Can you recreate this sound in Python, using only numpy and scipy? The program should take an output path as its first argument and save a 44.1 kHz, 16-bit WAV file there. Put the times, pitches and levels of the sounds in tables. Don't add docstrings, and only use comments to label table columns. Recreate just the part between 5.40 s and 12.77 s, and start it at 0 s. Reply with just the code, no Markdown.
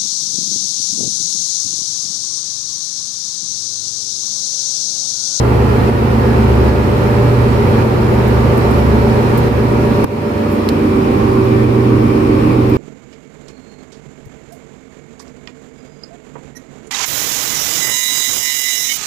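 import sys
import numpy as np
from scipy import signal
from scipy.fft import irfft
from scipy.io import wavfile
from scipy.ndimage import uniform_filter1d

SR = 44100
rng = np.random.default_rng(int(sys.argv[2]) if len(sys.argv) > 2 else 0)


def voltage_ratio(level):
    return 10 ** (np.asarray(level, float) / 20)


def generate_wav(signal):
    frames = np.transpose(np.atleast_2d(signal))
    scaled = np.clip(frames, -1, 1) * 32767
    pcm = np.round(scaled).astype(np.int16)
    wavfile.write(sys.argv[1], SR, pcm)


N = 325017

CYCLE = 5884
# t/s, share inside the casing
CASING_PATH = [
    (0, 0.0091),
    (3.9, 0.075),
    (4.5, 0.31),
    (5.0, 0.28),
    (5.5, 0.89),
    (7.37, 1),
]
# multiple of the cycle rate, level/dB outside, level/dB inside
STRONG_ORDERS = [(8, -37, -39), (12, -25, -28), (13, -24, -26), (20, -27, -38), (21, -32, -34),
                 (23, -47, -47), (24, -47, -46), (27, -25, -27), (29, -29, -31), (31, -29, -33),
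                 (32, -43, -25), (33, -32, -33), (34, -29, -34), (35, -32, -34), (39, -35, -30),
                 (40, -32, -23), (41, -37, -26), (42, -42, -24), (44, -35, -23), (53, -27, -43),
                 (54, -31, -32), (55, -28, -32), (63, -33, -38), (66, -33, -45), (105, -48, -41),
                 (117, -46, -42), (126, -35, -50), (128, -48, -42), (154, -50, -41), (156, -41, -47)]
# f/Hz, level/dB outside, level/dB inside
WEAK_ORDERS = [(30, -46, -64), (81, -68, -67), (136, -55, -62), (180, -41.5, -49), (252, -31, -28),
               (309, -40, -52), (388, -36.5, -36.5), (480, -40, -37.5), (652, -49, -52.5),
               (710, -44, -59.5), (920, -46, -58.5), (1090, -55, -51), (1430, -58, -91), (2020, -62, -64)]
# order, level/dB outside, level/dB inside
TONES = [(16, -15, -15), (9, -20.5, -39), (30, -21.5, -22), (77.84, -30.5, -41), (6, -32, -33.5),
         (0, -27, -21)]
# beat f/Hz, share of the twin, t/s of a crest
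BEATS = [(0.894, 0.11, 1.96), (0.88, 0.28, 1.04), (0.708, 0.22, 2.36), (0.42, 0.21, 3.68),
         (0.58, 0.14, 2.3), (0.607, 0.17, 1.2)]
# order, t/s, level/dB, half-width/s
STANDING_WAVES = [(16, 5.25, -18, 0.39), (16, 1.95, 3.5, .15), (16, 6.8, -6, .12), (16, 7.15, 3.5, 0.087),
                  (9, 0.28, 5.5, 0.14), (9, 0.49, -8, 0.074), (9, 1.87, -8, 0.11), (9, 1.32, 5.5, .35),
                  (9, 2.34, -8, 0.23), (9, 2.9, 6, .15), (9, 3.2, -8, .1), (9, 3.52, 7, .15),
                  (9, 3.83, -10, .15), (9, 7, 8, .3), (9, 4.1, 7, .1), (9, 5, -15, 0.37), (9, 2.1, 5, 0.13),
                  (30, 4.54, 6.5, 0.31), (30, 3.25, 1, 0.13), (78, 4.95, 10, 0.55), (6, 5.1, -9, 0.39),
                  (0, .1, -10, 0.26), (0, 4.93, -9.5, 0.4), (0, 5.35, 5.5, 0.14), (0, 6.4, 2.5, 0.65)]
# f/Hz, level/dB per Hz outside, level/dB per Hz inside
ROAR = [(30, -68, -75), (52, -72, -65), (82.4, -51, -58), (112, -45, -77), (142, -73, -57), (176, -63, -45),
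        (217, -40, -41.5), (280, -51.5, -38.5), (394, -46, -49.5), (497, -46.5, -53), (658, -59, -62.5),
        (910, -54.5, -59.5), (1100, -58, -58.5), (1414, -59, -63.5),
        (1620, -69.5, -69.5), (1820, -62.5, -65.5), (2010, -66, -70.5), (2365, -63.5, -63),
        (2716, -68, -70.5), (3570, -75, -77), (4100, -73.5, -77.5), (5420, -78.5, -80.5),
        (5980, -82, -85.5), (8850, -86.5, -88.5), (11500, -84.5, -88), (13800, -86, -90), (15600, -90, -94)]
# f/Hz, width/Hz, level/dB outside, level/dB inside
HULL = [(66.3, 3.2, -31.5, -40.5), (76.2, 5.3, -28, -33), (100, 2.2, -32, -31.5), (153.7, 3.4, -30, -32.5),
        (418.6, 2.5, -37, -41)]
# f/Hz, width/Hz, level/dB outside, level/dB inside
WHINES = [(1676, 4.6, -43.5, -51), (5270, 14, -57.5, -61), (13440, 60, -66, -66)]
PUMP_HZ = 384.5
# multiple, level/dB re the first outside, level/dB re the first inside
PUMP_OVERTONES = [(2, -12, -24), (3, -20, -21), (4, -17, -27), (5, -26, -26)]
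# f/Hz, side minus mid level/dB
SIDE_OUTSIDE = [(60, -26), (110, -18.5), (200, -11.5), (380, -7), (700, -2.5), (1290, 3.5), (2380, -1),
                (4400, 0.5), (8120, 0), (15000, 0)]
# f/Hz, side minus mid level/dB
SIDE_INSIDE = [(60, -14), (110, -15), (200, -17.5), (380, -7), (700, 6), (1290, 2), (2380, -1), (4400, 0.5),
               (8120, 0), (15000, 0)]
# f/Hz, share to the left outside, share to the left inside
LEAN = [(60, -0.017, -0.11), (250, -0.13, -0.12), (400, 0.2, -0.28), (700, -0.28, -0.23),
        (1500, -0.43, -0.065), (4400, -0.048, .02), (9000, -.01, .02), (15000, -0.49, -0.22)]
# t/s, level/dB, f/Hz, rise/s, left minus right level/dB
RUSTLES = [
    (2.865, -39, 13000, .015, -2),
    (3.174, -32, 13000, .002, -4),
    (3.306, -37, 12000, .005, -2.5),
    (3.970, -30, 13000, 0.0071, -7),
    (5.085, -43.5, 12600, .04, -14),
    (5.558, -42, 9000, .002, 1),
    (6.04, -43, 13900, .005, -2),
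]
# t/s, level/dB, f/Hz, left minus right level/dB
PINGS = [
    (3.972, -32, 15000, -5),
    (7.294, -36, 13500, -7),
]
# t/s, level/dB, f/Hz, t60/s
KNOCK = (4.6424, 5, 280, .017)
# f/Hz, width/Hz, level/dB, t60/s, left minus right level/dB
KNOCK_CRACK = [(11500, 10000, -22, 0.0044, -19), (7000, 8300, -30, 0.017, 3), (1200, 600, -17.5, .025, 5)]
# t/s, level/dB, f/Hz, t60/s, left minus right level/dB
SNAP = (5.2885, -1, 4200, .005, -5)
# f/Hz, width/Hz, level/dB, t60/s, left minus right level/dB
SNAP_CRACK = [(4300, 2200, -24, .035, -10), (11000, 8000, -24.5, .02, -5), (2100, 1200, -18, .012, -5)]
# t/s, cut/dB
GAIN_CUTS = [(0.0, 3), (.5, 2.5), (1.05, 0.5), (1.3, 2), (1.9, 1), (2.43, 2), (3.4, 1), (3.8, 0.5),
             (4.085, 2.5), (4.649, 7), (5.9, 1), (6.25, 2), (7.15, 1.5)]
# t/s, cut/dB, recovery/s
OVERSHOOT = (4.651, 3.9, 0.083)


def evened(x):
    return x / np.sqrt(np.mean(abs(x) ** 2) + 1e-20)


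def placed(pair, t):
    share = np.clip(np.interp(t, *np.transpose(CASING_PATH)), 0, 1)[:, None]
    return (1 - share) * pair[0] + share * pair[1]


def read(points, hz):
    f, *columns = np.transpose(points)
    return [np.interp(np.log(hz + 1), np.log(f + 1), column) for column in columns]


def balance(hz, t):
    return 1 + placed(read(LEAN, hz), t).T * [[1], [-1]]


def panned(pan_db):
    return voltage_ratio(np.array([[0.5], [-0.5]]) * pan_db)


def tone_db(t, order):
    i = next(i for i, tone in enumerate(TONES) if round(tone[0]) == order)
    _, *pair = TONES[i]
    beat_hz, share, crest = BEATS[i]
    beat = abs(1 + np.clip(share, 0, 0.9) * np.exp(2j * np.pi * beat_hz * (t - crest)))
    waves = sum(db * np.exp(-((t - s) / half) ** 2)
                for k, s, db, half in STANDING_WAVES if round(k) == order)
    return placed(pair, t)[:, 0] + 20 * np.log10(beat) + waves


def ports(mid, other, hz, t):
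    lean = placed(read(LEAN, hz), t)
    width = voltage_ratio(placed(read(SIDE_OUTSIDE, hz) + read(SIDE_INSIDE, hz), t))
    unrelated = np.sqrt(np.maximum(width ** 2 - lean ** 2, 1e-4))
    side = lean * mid + unrelated * other
    return np.array([mid + side, mid - side])


def drift(shape, size):
    z = uniform_filter1d(rng.standard_normal((2, *shape)), size, axis=1)
    return evened(z[0] + 1j * z[1])


def engine(scatter_db=4.0, unsteady_hz=1000, least=0.15):
    cycles, k = N // CYCLE + 3, np.arange(300)
    t, hz = np.arange(cycles) * CYCLE / SR, k * SR / CYCLE

    db = np.array(read(WEAK_ORDERS, hz)) + scatter_db * rng.standard_normal((2, len(k)))
    db -= 60 * ((k < 4) | (k > 280))
    for order, *pair in STRONG_ORDERS:
        db[:, int(order)] = pair
    db = placed(db, t)
    for order, *_ in TONES[:-1]:
        db[:, round(order)] = tone_db(t, round(order))

    loose = np.clip(least + hz / unsteady_hz, 0, 0.9)
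    steady = np.exp(2j * np.pi * rng.random((2, 1, len(k))))
    wobble = np.array([drift((cycles, len(k)), size=4) for _ in range(2)])
    mid, other = voltage_ratio(db) * (np.sqrt(1 - loose ** 2) * steady + loose * wobble)

    waves = irfft(ports(mid, other, hz, t), CYCLE) * CYCLE / np.sqrt(2)
    fade = np.sin(np.pi / 2 * np.arange(CYCLE) / CYCLE) ** 2
    joined = waves[:, :-1] * (1 - fade) + waves[:, 1:] * fade
    return joined.reshape(2, -1)[:, :N]


def roar(patchy_db=0.83, flicker_db=-0.14):
    frames, hz = N // 512 + 5, np.fft.rfftfreq(2048, 1 / SR)
    t = np.arange(frames) * 512 / SR
    a, b, c, d, patches = rng.standard_normal((5, frames, len(hz)))

    patches = uniform_filter1d(patches, size=6, axis=0)
    patches = evened(uniform_filter1d(patches, size=20, axis=1))
    flicker = evened(uniform_filter1d(rng.standard_normal(frames), size=3))[:, None]
    flicker = flicker * np.clip(hz / 4000, 0, 1)
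    gain = voltage_ratio(placed(read(ROAR, hz), t) + patchy_db * patches + flicker_db * flicker)

    z = ports(a + 1j * b, c + 1j * d, hz, t) * gain * np.sqrt(SR / 2048) * 1.188
    return signal.istft(np.swapaxes(z, 1, 2), nperseg=2048, noverlap=1536)[1][:, :N]


def hull():
    t, out = np.arange(N) / SR, 0
    for hz, width, *pair in HULL + WHINES:
        r = np.exp(-np.pi * width / SR)
        swing = signal.lfilter([1], [1, -2 * r, r * r], drift((N + SR,), size=1))[SR:]
        ringing = (evened(swing) * np.exp(2j * np.pi * hz * t)).real
        out = out + voltage_ratio(placed(pair, t)[:, 0]) * np.sqrt(2) * ringing
    return out * balance(100, t)


def pump(waver_hz=0.6):
    t = np.arange(N) / SR
    speed = PUMP_HZ + waver_hz * drift((N,), size=9000).real
    turn = 2 * np.pi * np.cumsum(speed) / SR
    out = np.sin(turn) * balance(PUMP_HZ, t)
    for k, *pair in PUMP_OVERTONES:
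        phase = 2 * np.pi * rng.random((2, 1))
        out += voltage_ratio(placed(pair, t)[:, 0]) * np.sin(round(k) * turn + phase)
    return out * np.sqrt(2) * voltage_ratio(tone_db(t, order=0))


def bursts(events):
    out, t = np.zeros((2, N + SR)), np.arange(SR // 5) / SR
    for s, db, hz, width, rise, t60, pan_db in events:
        edges = np.clip([hz - width / 2, hz + width / 2], 100, SR / 2 - 100)
        sos = signal.butter(2, edges, "band", fs=SR, output="sos")
        band = signal.sosfilt(sos, rng.standard_normal((2, len(t))))
        shape = np.minimum(t / rise, 1) ** 2 * voltage_ratio(db - 60 * np.maximum(t - rise, 0) / t60)
        out[:, round(s * SR):][:, :len(t)] += evened(band) * shape * panned(pan_db)
    return out[:, :N]


def rustles(width_share=0.53, t60=0.053, slowing=3.0):
    return bursts([(s, db, hz, width_share * hz, rise, t60 + slowing * rise, pan_db)
                   for s, db, hz, rise, pan_db in RUSTLES])


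def pings(width_hz=450, rise_s=0.003, t60=0.04):
    return bursts([(s, db, hz, width_hz, rise_s, t60, pan_db) for s, db, hz, pan_db in PINGS])


def crack(s, bands, rise_s=0.00082):
    return bursts([(s, db, hz, width, rise_s, t60, pan_db) for hz, width, db, t60, pan_db in bands])


def knock():
    s, db, hz, t60 = KNOCK
    t = np.arange(SR // 5) / SR
    late = np.maximum(t - np.array([[0.0009], [0]]), 0)
    thump = voltage_ratio(db - 60 * late / t60) * (1 - np.exp(-late / 0.0003)) * np.sin(2 * np.pi * hz * late)
    out = crack(s, KNOCK_CRACK)
    out[:, round(s * SR):][:, :len(t)] -= thump
    return out


def snap():
    s, db, hz, t60, pan_db = SNAP
    t = np.maximum(np.arange(N) / SR - s, 0)
    ring = (1 - np.exp(-t / 0.0007)) * voltage_ratio(db - 60 * t / t60) * np.sin(2 * np.pi * hz * t)
    return ring * panned(pan_db) + crack(s, SNAP_CRACK)


def gain_control(rest_db=0.83, recovery_s=0.49):
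    t, cut_db = np.arange(N) / SR, 0
    for s, db, recovery in [(s, db, recovery_s) for s, db in GAIN_CUTS] + [OVERSHOOT]:
        cut_db = cut_db + db * np.exp(-np.maximum(t - s, 0) / recovery) * (t >= s)
    return voltage_ratio(rest_db - uniform_filter1d(cut_db, size=200))


def scene():
    machinery = engine() + roar() + hull() + pump()
    handling = rustles() + pings() + knock() + snap()
    return machinery * gain_control() + handling


def band_limit(x):
    return signal.sosfilt(signal.butter(12, 15830, fs=SR, output="sos"), x)


def record(dry, knee=0.62, ceiling=1.02, edge_hz=15520):
    room = ceiling - knee
    over = np.maximum(abs(dry) - knee, 0)
    squeezed = np.sign(dry) * (np.minimum(abs(dry), knee) + room * np.tanh(over / room))
    edge = signal.firwin(801, edge_hz, window=("kaiser", 6), fs=SR)
    limited = signal.oaconvolve(squeezed, edge[None], "same")
    return band_limit(np.clip(limited, -1, 1))


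dry = scene()
out = record(dry)
generate_wav(out)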